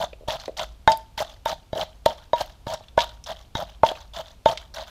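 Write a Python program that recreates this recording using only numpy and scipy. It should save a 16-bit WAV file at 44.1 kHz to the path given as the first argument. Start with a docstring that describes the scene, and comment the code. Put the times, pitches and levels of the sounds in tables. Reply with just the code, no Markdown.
"""Ringing knocks and wet squelches: a wooden pestle pounds a salad in an earthenware mortar.
Blows that reach the clay ring it and thump the floor through a mat; cushioned strokes only squelch.
Each stroke crushes the food, which crackles and sounds the hollow of the bowl.
Seeds snap, droplets burst and lumps plop. Behind it, a small room with faint hiss and a low drone."""
import sys
import numpy as np
from scipy import signal
from scipy.fft import rfft, irfft
from scipy.io import wavfile
from scipy.ndimage import uniform_filter1d

SR = 44100
rng = np.random.default_rng(int(sys.argv[2]) if len(sys.argv) > 2 else 0)


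def log_audio(samples):
    """Write samples as a 16-bit WAV file to the path given in sys.argv[1]."""
    # one column per channel
    frames = np.atleast_2d(samples).T
    # limit to full scale, then quantise
    limited = np.clip(frames, -1, 1)
    pcm = np.round(limited * 32767).astype(np.int16)
    wavfile.write(sys.argv[1], SR, pcm)


N = 216072
TIME = np.arange(N) / SR

# Pestle on clay; all table levels are relative. (time [s], hollow [dB], rim [dB], rim pitch [Hz],
# rim t60 [s], wall clack [dB], clink [dB], clink pitch [Hz], floor thump [dB], splat [dB])
BLOW_HITS = [ (0.2838, -21, -21.5, 905, 0.075, -57, -29, 3440, -23.5, -30),
             (0.8764, -10.5, -4.5, 892.5, 0.17, -10, -16, 3720, -16.5, -38),
             (1.1794, -42, -18.5, 900, 0.029, -46, -48, 3520, -31, -27),
             (1.4582, -17.5, -15.5, 908, 0.1, -27.5, -28.5, 3640, -30, -28),
             (1.7310, -18.5, -29, 890, .05, -37, -35, 3820, -20, -40),
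             (2.0609, -4.5, -12.5, 917, 0.1, -53, -45, 3820, -18, -16.5),
             (2.3326, -8.5, -11.5, 949, 0.12, -28, -24.5, 3790, -26.5, -45.5),
             (2.6695, -27.5, -30.5, 927, 0.25, -39, -68, 3684, -20, -36.5),
             (2.9774, -5.5, -11, 944, 0.13, -12, -33, 3420, -21, -29.5),
             (3.5530, -36, -18.5, 903, 0.038, -33, -23, 3773, -16.5, -33.5),
             (3.8340, -4, -5.5, 909, 0.098, -13.5, -40.5, 3650, -17.5, -35),
             (4.459, -3.5, -8.5, 901, 0.13, -26, -22, 3620, -17, -27.5)]


def knocks(clink_t60_s, rim_rise_s, undamped_db, undamped_extra_s, splat_lead_s, splat_rise_s,
           splat_t60_s):
    """The pestle hits clay: hollow, rim and wall ring, the floor thumps, juice splats just ahead."""
    out, splat_gain = np.zeros(N), np.zeros(N)
    hollow, thump = -hollow_ring(), floor_thump()
    rim_rise = 1 - np.exp(-TIME[:len(hollow)] / rim_rise_s)
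    for (s, hollow_db, rim_db, rim_hz, rim_t60_s,
         clack_db, clink_db, clink_hz, thump_db, splat_db) in BLOW_HITS:
        # a faint part of the rim mode escapes the pestle's damping
        undamped = from_db(undamped_db) * ring(rim_hz, rim_t60_s + undamped_extra_s)
        rim = rim_rise * (ring(rim_hz, rim_t60_s) + undamped)
        sound = from_db(hollow_db) * hollow + from_db(thump_db) * thump
        sound += from_db(rim_db) * rim + from_db(clink_db) * ring(clink_hz, clink_t60_s)
        add(out, s, sound + wall_ring(clack_db, clink_db))
        age_s = TIME - (s - splat_lead_s)
        log_envelope = np.minimum(age_s / splat_rise_s, -np.log(1000) * age_s / splat_t60_s)
        splat_gain += from_db(splat_db) * np.exp(log_envelope)
    return out + splat_gain * wet_crackle(per_s=20000, spread_db=3, cycles=8)


# Clay wall modes above the rim mode: (frequency [Hz], level [dB], t60 [s])
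WALL_MODES = [(1150, -20.5, .04), (1050, 5, 0.023), (1290, -15, 0.012), (1500, -5.5, 0.026),
              (1460, -6, 0.037), (1550, 3.5, 0.011), (1707, -8.5, 0.058), (1730, -10, 0.078),
              (2116, -11.5, 0.071), (2247, -27.5, 0.14), (2676, -23, 0.026), (3220, -22, 0.28),
              (2940, -8.5, 0.0074), (3280, -14, 0.14), (4750, -15.5, .04), (4960, -35, .04),
              (5345, -19, .03), (5850, -23, 0.036), (6620, -25, 0.17)]


def wall_ring(clack_db, clink_db):
    """The wall rings; strike spot and clinging food shift each mode's level and pitch."""
    out = 0
    for hz, db, t60_s in WALL_MODES:
        drive_db = at_hz([(1700, clack_db), (3600, clink_db)], hz) + rng.normal(0, 3.4)
        loaded_hz = hz * rng.normal(1, .012)
        out += rng.choice([-1, 1]) * from_db(db + drive_db) * ring(loaded_hz, t60_s)
    return out


# Air modes of the bowl: (frequency [Hz], level [dB], t60 [s])
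HOLLOW_MODES = [(566, 8, 0.013), (641, 7.5, 0.03), (782, -12.5, 0.032), (1070, -37.5, 0.0079),
                (1087, -22.5, 0.046)]


def hollow_ring():
    """The bowl's air answers a push, the lowest mode in antiphase to the rest."""
    lowest, *higher = [from_db(db) * ring(hz, t60_s) for hz, db, t60_s in HOLLOW_MODES]
    out = sum(higher) - lowest
    return out / np.abs(out).max()


# Mortar on mat and floor: (frequency [Hz], level [dB], t60 [s])
FLOOR_MODES = [(58, -33.5, .2), (111, -14, 0.054), (135, -16, 0.065), (192, -12, 0.024), (293, 1.5, 0.0073)]


def floor_thump():
    """A blow drives low, damped modes under the mortar."""
    return sum(from_db(db) * ring(hz, t60_s) for hz, db, t60_s in FLOOR_MODES)


# Presses into the food; levels at mid-press, swells across it. (time [s], press [s], crackle [dB],
# crackle swell [dB], air delay [s], squelch [dB], squelch swell [dB], lift crackle [dB])
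PRESSES = [ (0.000, 0.048, -39, 3, 0, -24.5, 0, -69), (0.277, 0.086, -39.5, -4.5, 0, -31, 3, -50.5),
           (0.567, 0.072, -39, 0, 0.023, -29, -3, -67), (0.884, 0.055, -40, -3, 0.000074, -22, -2.5, -62),
           (1.176, 0.052, -37, -3, 0.03, -20.5, -7, -52), (1.466, 0.07, -39, -6.5, 0.016, -31.5, 13.5, -68),
           (1.747, 0.086, -41.5, 7.5, 0.0059, -27, 4.5, -61),
           (2.068, 0.064, -43.5, -8, 0.016, -31, -10, -56.5), (2.344, 0.075, -44, 16, 0.061, -25.5, 4, -56),
           (2.668, 0.082, -43.5, 5, 0, -30, 6.5, -60), (2.974, 0.066, -39.5, 8, 0, -32, -4.5, -55.5),
           (3.26, .066, -42, -0.5, 0.027, -35.5, 20.5, -56.5),
           (3.553, 0.079, -42.5, -1.5, 0.017, -31.5, 13.5, -56),
           (3.843, 0.076, -41.5, -0.5, 0.019, -32.5, 2, -51.5),
           (4.134, 0.081, -44.5, 1.5, 0.034, -32.5, 3, -55.5),
           (4.469, 0.062, -38.5, -5.5, 0.018, -24, -4, -53), (4.739, 0.1, -44, -4.5, 0.033, -36, -11, -51)]


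def crushing(crackle_db, low_db, upper_db, shove_db, stir_db, spray_db):
    """Food gives way: bright crackle, air spurts that sound the hollow, a dull shove on the floor."""
    crackle_gain = crackle_envelope(PRESSES)
    squeeze_gain = squeeze_envelope(PRESSES)
    crackle = food_crackle(crackle_gain)
    spurts = grains(per_s=1100, spread_db=4)
    low = steady(band(resonate(spurts, 637, 81), 604, 935), span_s=.014)
    upper = resonate(spurts, 766, 140) - resonate(spurts, 985, 110) + .5 * resonate(spurts, 1070, 240)
    upper = steady(band(upper, 650, 1500), span_s=.02) * clumps(per_s=90, depth_db=4)
    shove = steady(band(spurts, 70, 190), span_s=.1)
    spray = unit_rms(band(rng.standard_normal(N), 7000, 15500))
    squelch = from_db(low_db) * low + from_db(upper_db) * upper
    squelch += from_db(shove_db) * shove + from_db(spray_db) * spray
    stirred_air = from_db(stir_db) * crackle_gain * (low + upper)
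    return from_db(crackle_db) * crackle + squeeze_gain * squelch + stirred_air


def crackle_envelope(presses):
    """Crackle holds through a press, fades as the mash settles, returns as the wet tip peels off."""
    attack_s, release_s, edge_drop_db = .002, .0099, 2.5
    settle_db, settle_s = -8.5, .025
    lift_delay_s, lift_rise_s, lift_fall_s = .057, .03, .048
    gain, fits = np.zeros(N), clumps(per_s=120, depth_db=4)
    for s, press_s, crackle_db, swell_db, _, _, _, lift_db in presses:
        age_s = np.maximum(TIME - s, 0)
        rest_s = np.maximum(age_s - press_s, 0)
        from_middle = np.minimum(age_s / press_s, 1) - .5
        hold = from_db(crackle_db + swell_db * from_middle - edge_drop_db * (2 * from_middle) ** 2)
        settling = from_db(settle_db) * fits * np.exp(-rest_s / settle_s)
        release = np.maximum(np.exp(-rest_s / release_s), settling)
        from_lift_s = age_s - press_s - lift_delay_s
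        lift_width_s = np.where(from_lift_s < 0, lift_rise_s, lift_fall_s)
        lift = from_db(lift_db) * np.exp(-.5 * (from_lift_s / lift_width_s) ** 2)
        gain += (1 - np.exp(-age_s / attack_s)) * np.hypot(hold * release, fits * lift)
    return gain


def squeeze_envelope(presses, rise_s=.0013, release_s=.0015):
    """Air escapes in fits while the pestle sinks and stops when it rests."""
    gain = np.zeros(N)
    for s, press_s, _, _, delay_s, squelch_db, swell_db, _ in presses:
        age_s = TIME - s
        log_gate = np.minimum((age_s - delay_s) / rise_s, (press_s - age_s) / release_s)
        from_middle = np.clip(age_s / press_s, 0, 1) - .5
        gain += from_db(squelch_db + swell_db * from_middle) * np.exp(np.clip(log_gate, -20, 0))
    return gain * clumps(per_s=110, depth_db=3.5)


def food_crackle(gain):
    """Bursts crowd together under pressure and thin to duller ticks as the pestle lifts."""
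    crush = wet_crackle(per_s=3600, spread_db=4, cycles=14) * clumps(per_s=300, depth_db=3.3)
    ticks = band(wet_crackle(per_s=1200, spread_db=4.5, cycles=12), 900, 9000, order=1)
    pressure = gain / (gain + from_db(-51))
    return gain * (np.sqrt(pressure) * crush + from_db(-3) * np.sqrt(1 - pressure) * ticks)


# Wet crackle spectrum: (frequency [Hz], level [dB])
CRACKLE_SPECTRUM = [(1100, 4), (1650, 1.5), (2000, -4), (2500, -11), (3100, 5), (3600, 6), (4200, -2),
                    (5200, -5.5), (6500, -6.5), (8000, -23.5), (10000, -20.5), (13000, -16), (16000, -28.5)]


def wet_crackle(per_s, spread_db, cycles, bands=24):
    """Cells and juice films burst and ring briefly; high ones exceed the base rate and merge to fizz."""
    out = np.zeros(N)
    for hz in np.geomspace(1150, 15000, bands):
        band_per_s = per_s / bands * (1 + (hz / 6000) ** 3)
        swarm = wander(per_s=70, depth_db=3)  # bubbles of one size come in swarms
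        pops = resonate(swarm * grains(band_per_s, spread_db), hz, hz / cycles)
        out += unit_rms(resonate(pops, hz, hz / 2)) * from_db(at_hz(CRACKLE_SPECTRUM, hz)) * np.sqrt(hz)
    return steady(out, span_s=.03)


# Snapping seeds and skins: (time [s], level [dB], pitch [Hz])
SEED_SNAPS = [(0.1306, -28.5, 2530), (0.3053, -13, 3400), (0.3991, -21, 4200), (0.4577, -21, 3900),
              (0.4794, -29.5, 1900), (0.5738, -16.5, 4550), (0.5950, -8.5, 3370), (0.9183, -8, 4660),
              (1.2030, -15, 4510), (1.4950, -13.5, 3950), (1.8125, -8, 3150), (2.4085, -12, 4400),
              (2.7372, -18, 5490), (2.8838, -30.5, 3420), (2.9901, -5, 3330), (3.0051, -3.5, 3340),
              (3.0168, -8, 3550), (3.0920, -25, 3630), (3.2400, -21.5, 5500), (3.8643, -11, 3440),
              (3.8880, -9.5, 3140), (3.9536, -26.5, 2580), (4.1640, -18, 3250), (4.2823, -29.5, 3610),
              (4.5742, -12, 3310)]
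# Bursting juice droplets: (time [s], level [dB], pitch [Hz])
JUICE_DROPLETS = [(0.4795, -36, 8000), (0.9735, -24, 11500), (1.4560, -26, 12500), (2.0590, -22, 11000),
                  (2.4610, -39, 12000)]


def bursts(events, t60_s, relative_width, broad_db, crack):
    """A seed, skin or droplet bursts: a crack and brief tearing, coloured around its pitch."""
    out, t = np.zeros(N), TIME[:SR // 20]
    for s, db, hz in events:
        tear = rng.standard_normal(len(t)) * decay(t, t60_s)
        tear[0] += crack
        sound = resonate(tear, hz, hz * relative_width)
        sound += from_db(broad_db) * band(tear, hz / 2, hz * 1.4)
        sound = band(sound, hz / 4, hz * 2.2)
        add(out, s, from_db(db) * sound / np.abs(sound).max())
    return out


# Soft lumps and air pockets, plus light second contacts of the pestle around 1.76-1.78 s: (time [s], level
# [dB], pitch [Hz])
SOFT_PLOPS = [(0.131, -31.5, 507), (0.209, -37.5, 480), (0.222, -41, 468), (0.234, -36.5, 464),
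              (0.4808, -13.5, 650), (0.4935, -23.5, 470), (0.5950, -29.5, 680), (1.2030, -22.5, 596),
              (1.756, -21, 647), (1.7700, -24.5, 484), (1.7825, -17, 583), (2.4070, -19, 775),
              (2.8070, -34.5, 860), (3.9150, -14.5, 740)]


def plops(t60_s, hollow_db):
    """A soft lump or light pestle contact gives a short low note and stirs the hollow."""
    out, hollow = np.zeros(N), from_db(hollow_db) * hollow_ring()
    for s, db, hz in SOFT_PLOPS:
        add(out, s, from_db(db) * (ring(hz, t60_s) - hollow))
    return band(out, 281.4, 2500)


def room(x, t60_s, first_wall_s):
    """A diffuse tail follows the first wall reflection."""
    t = TIME[:SR * 3 // 4]
    noise = rng.standard_normal(len(t))
    tail = (band(noise, 87, 1700) + band(noise, 1200, 9000)) * decay(t, t60_s) * (t > first_wall_s)
    return signal.fftconvolve(x, tail / np.sqrt(np.sum(tail ** 2)))[:N]


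# Room noise spectrum: (frequency [Hz], density [dB])
HISS_SPECTRUM = [(12, -45), (20, 5), (61, 5.5), (210, -12.5), (410, -18.5), (660, -18), (738, -18),
                 (923, -19.5), (1150, -23), (1910, -30), (2390, -26.5), (3340, -26.5), (8890, -36.5),
                 (14300, -39), (16000, -57.5)]


def background(hiss_db, drone_hz, drone_width_hz, drone_db):
    """Faint hiss with a low, wavering drone."""
    hz = np.maximum(np.fft.rfftfreq(N, 1 / SR), 1)
    hiss = irfft(rfft(rng.standard_normal(N)) * from_db(at_hz(HISS_SPECTRUM, hz)), N)
    drone = resonate(rng.standard_normal(N + SR), drone_hz, drone_width_hz)
    drone = resonate(drone, drone_hz, drone_width_hz)[SR:]
    return from_db(hiss_db) * unit_rms(hiss) + from_db(drone_db) * unit_rms(drone)


def grains(per_s, spread_db):
    """Random clicks of uneven size and either sign."""
    at = np.flatnonzero(rng.random(N) < per_s / SR)
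    sizes = from_db(spread_db * np.minimum(rng.exponential(1, len(at)), 4))
    clicks = np.zeros(N)
    clicks[at] = sizes * rng.choice([-1, 1], len(at))
    return clicks


def clumps(per_s, depth_db):
    """Food yields in fits: a fast random gain near unit power."""
    return steady(wander(per_s, depth_db), span_s=.04)


def wander(per_s, depth_db):
    """A gain gliding between random values."""
    knots = rng.standard_normal(int(per_s * N / SR) + 2)
    return np.interp(TIME * per_s, np.arange(len(knots)), from_db(depth_db * knots))


def steady(x, span_s):
    """Evens out the level, leaving the fine grain."""
    power = uniform_filter1d(x ** 2, int(span_s * SR))
    return x / np.sqrt(np.maximum(power, 0) + np.mean(x ** 2) / 100)


def resonate(x, hz, width_hz):
    """Two-pole resonance, unit peak gain."""
    r = np.exp(-np.pi * width_hz / SR)
    feedback = [1, -2 * r * np.cos(2 * np.pi * hz / SR), r * r]
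    return signal.lfilter(np.array([1, 0, -1]) * (1 - r * r) / 2, feedback, x + 1e-18)


def ring(hz, t60_s):
    t = TIME[:SR // 2]
    return np.sin(2 * np.pi * hz * t) * decay(t, t60_s)


def decay(t, t60_s):
    return np.exp(-np.log(1000) * t / t60_s)


def band(x, low_hz, high_hz, order=2):
    sos = signal.butter(order, [low_hz, min(high_hz, .45 * SR)], "band", fs=SR, output="sos")
    return signal.sosfilt(sos, x)


def at_hz(points, hz):
    """Spectrum level, interpolated over log frequency."""
    points_hz, points_db = np.array(points).T
    return np.interp(np.log(hz), np.log(points_hz), points_db)


def add(track, s, sound):
    start = round(s * SR)
    track[start:start + len(sound)] += sound[:N - start]


def from_db(db):
    return 10 ** (np.asarray(db) / 20)


def unit_rms(x):
    return x / np.sqrt(np.mean(x ** 2) + 1e-20)


def scene():
    """The mortar close by in a small room, mono."""
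    mortar = knocks(clink_t60_s=.057, rim_rise_s=.00092, undamped_db=-27.5, undamped_extra_s=.36,
                    splat_lead_s=.00027, splat_rise_s=.0015, splat_t60_s=.022)
    mortar += crushing(crackle_db=5.5, low_db=-3, upper_db=-16.5, shove_db=-19, stir_db=-1,
                       spray_db=-35.5)
    mortar += from_db(-7.5) * bursts(SEED_SNAPS, t60_s=.035, relative_width=.11, broad_db=-14, crack=5.9)
    mortar += from_db(-3) * bursts(JUICE_DROPLETS, t60_s=.011, relative_width=.13, broad_db=-12,
                                   crack=.91)
    mortar += plops(t60_s=.018, hollow_db=-6)
    reverb = from_db(-20) * room(mortar, t60_s=.29, first_wall_s=.008)
    ambience = background(hiss_db=-50.5, drone_hz=53.1, drone_width_hz=6.8, drone_db=-50.5)
    return (mortar + reverb + ambience)[None]


def record(dry, ceiling=.98, cutoff_hz=15700):
    """Soft clip, then a steep low-pass."""
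    rounded = dry / (1 + (dry / ceiling) ** 8) ** (1 / 8)
    return signal.sosfilt(signal.ellip(10, .2, 80, cutoff_hz, fs=SR, output="sos"), rounded)


dry = scene()
out = record(dry)
log_audio(out)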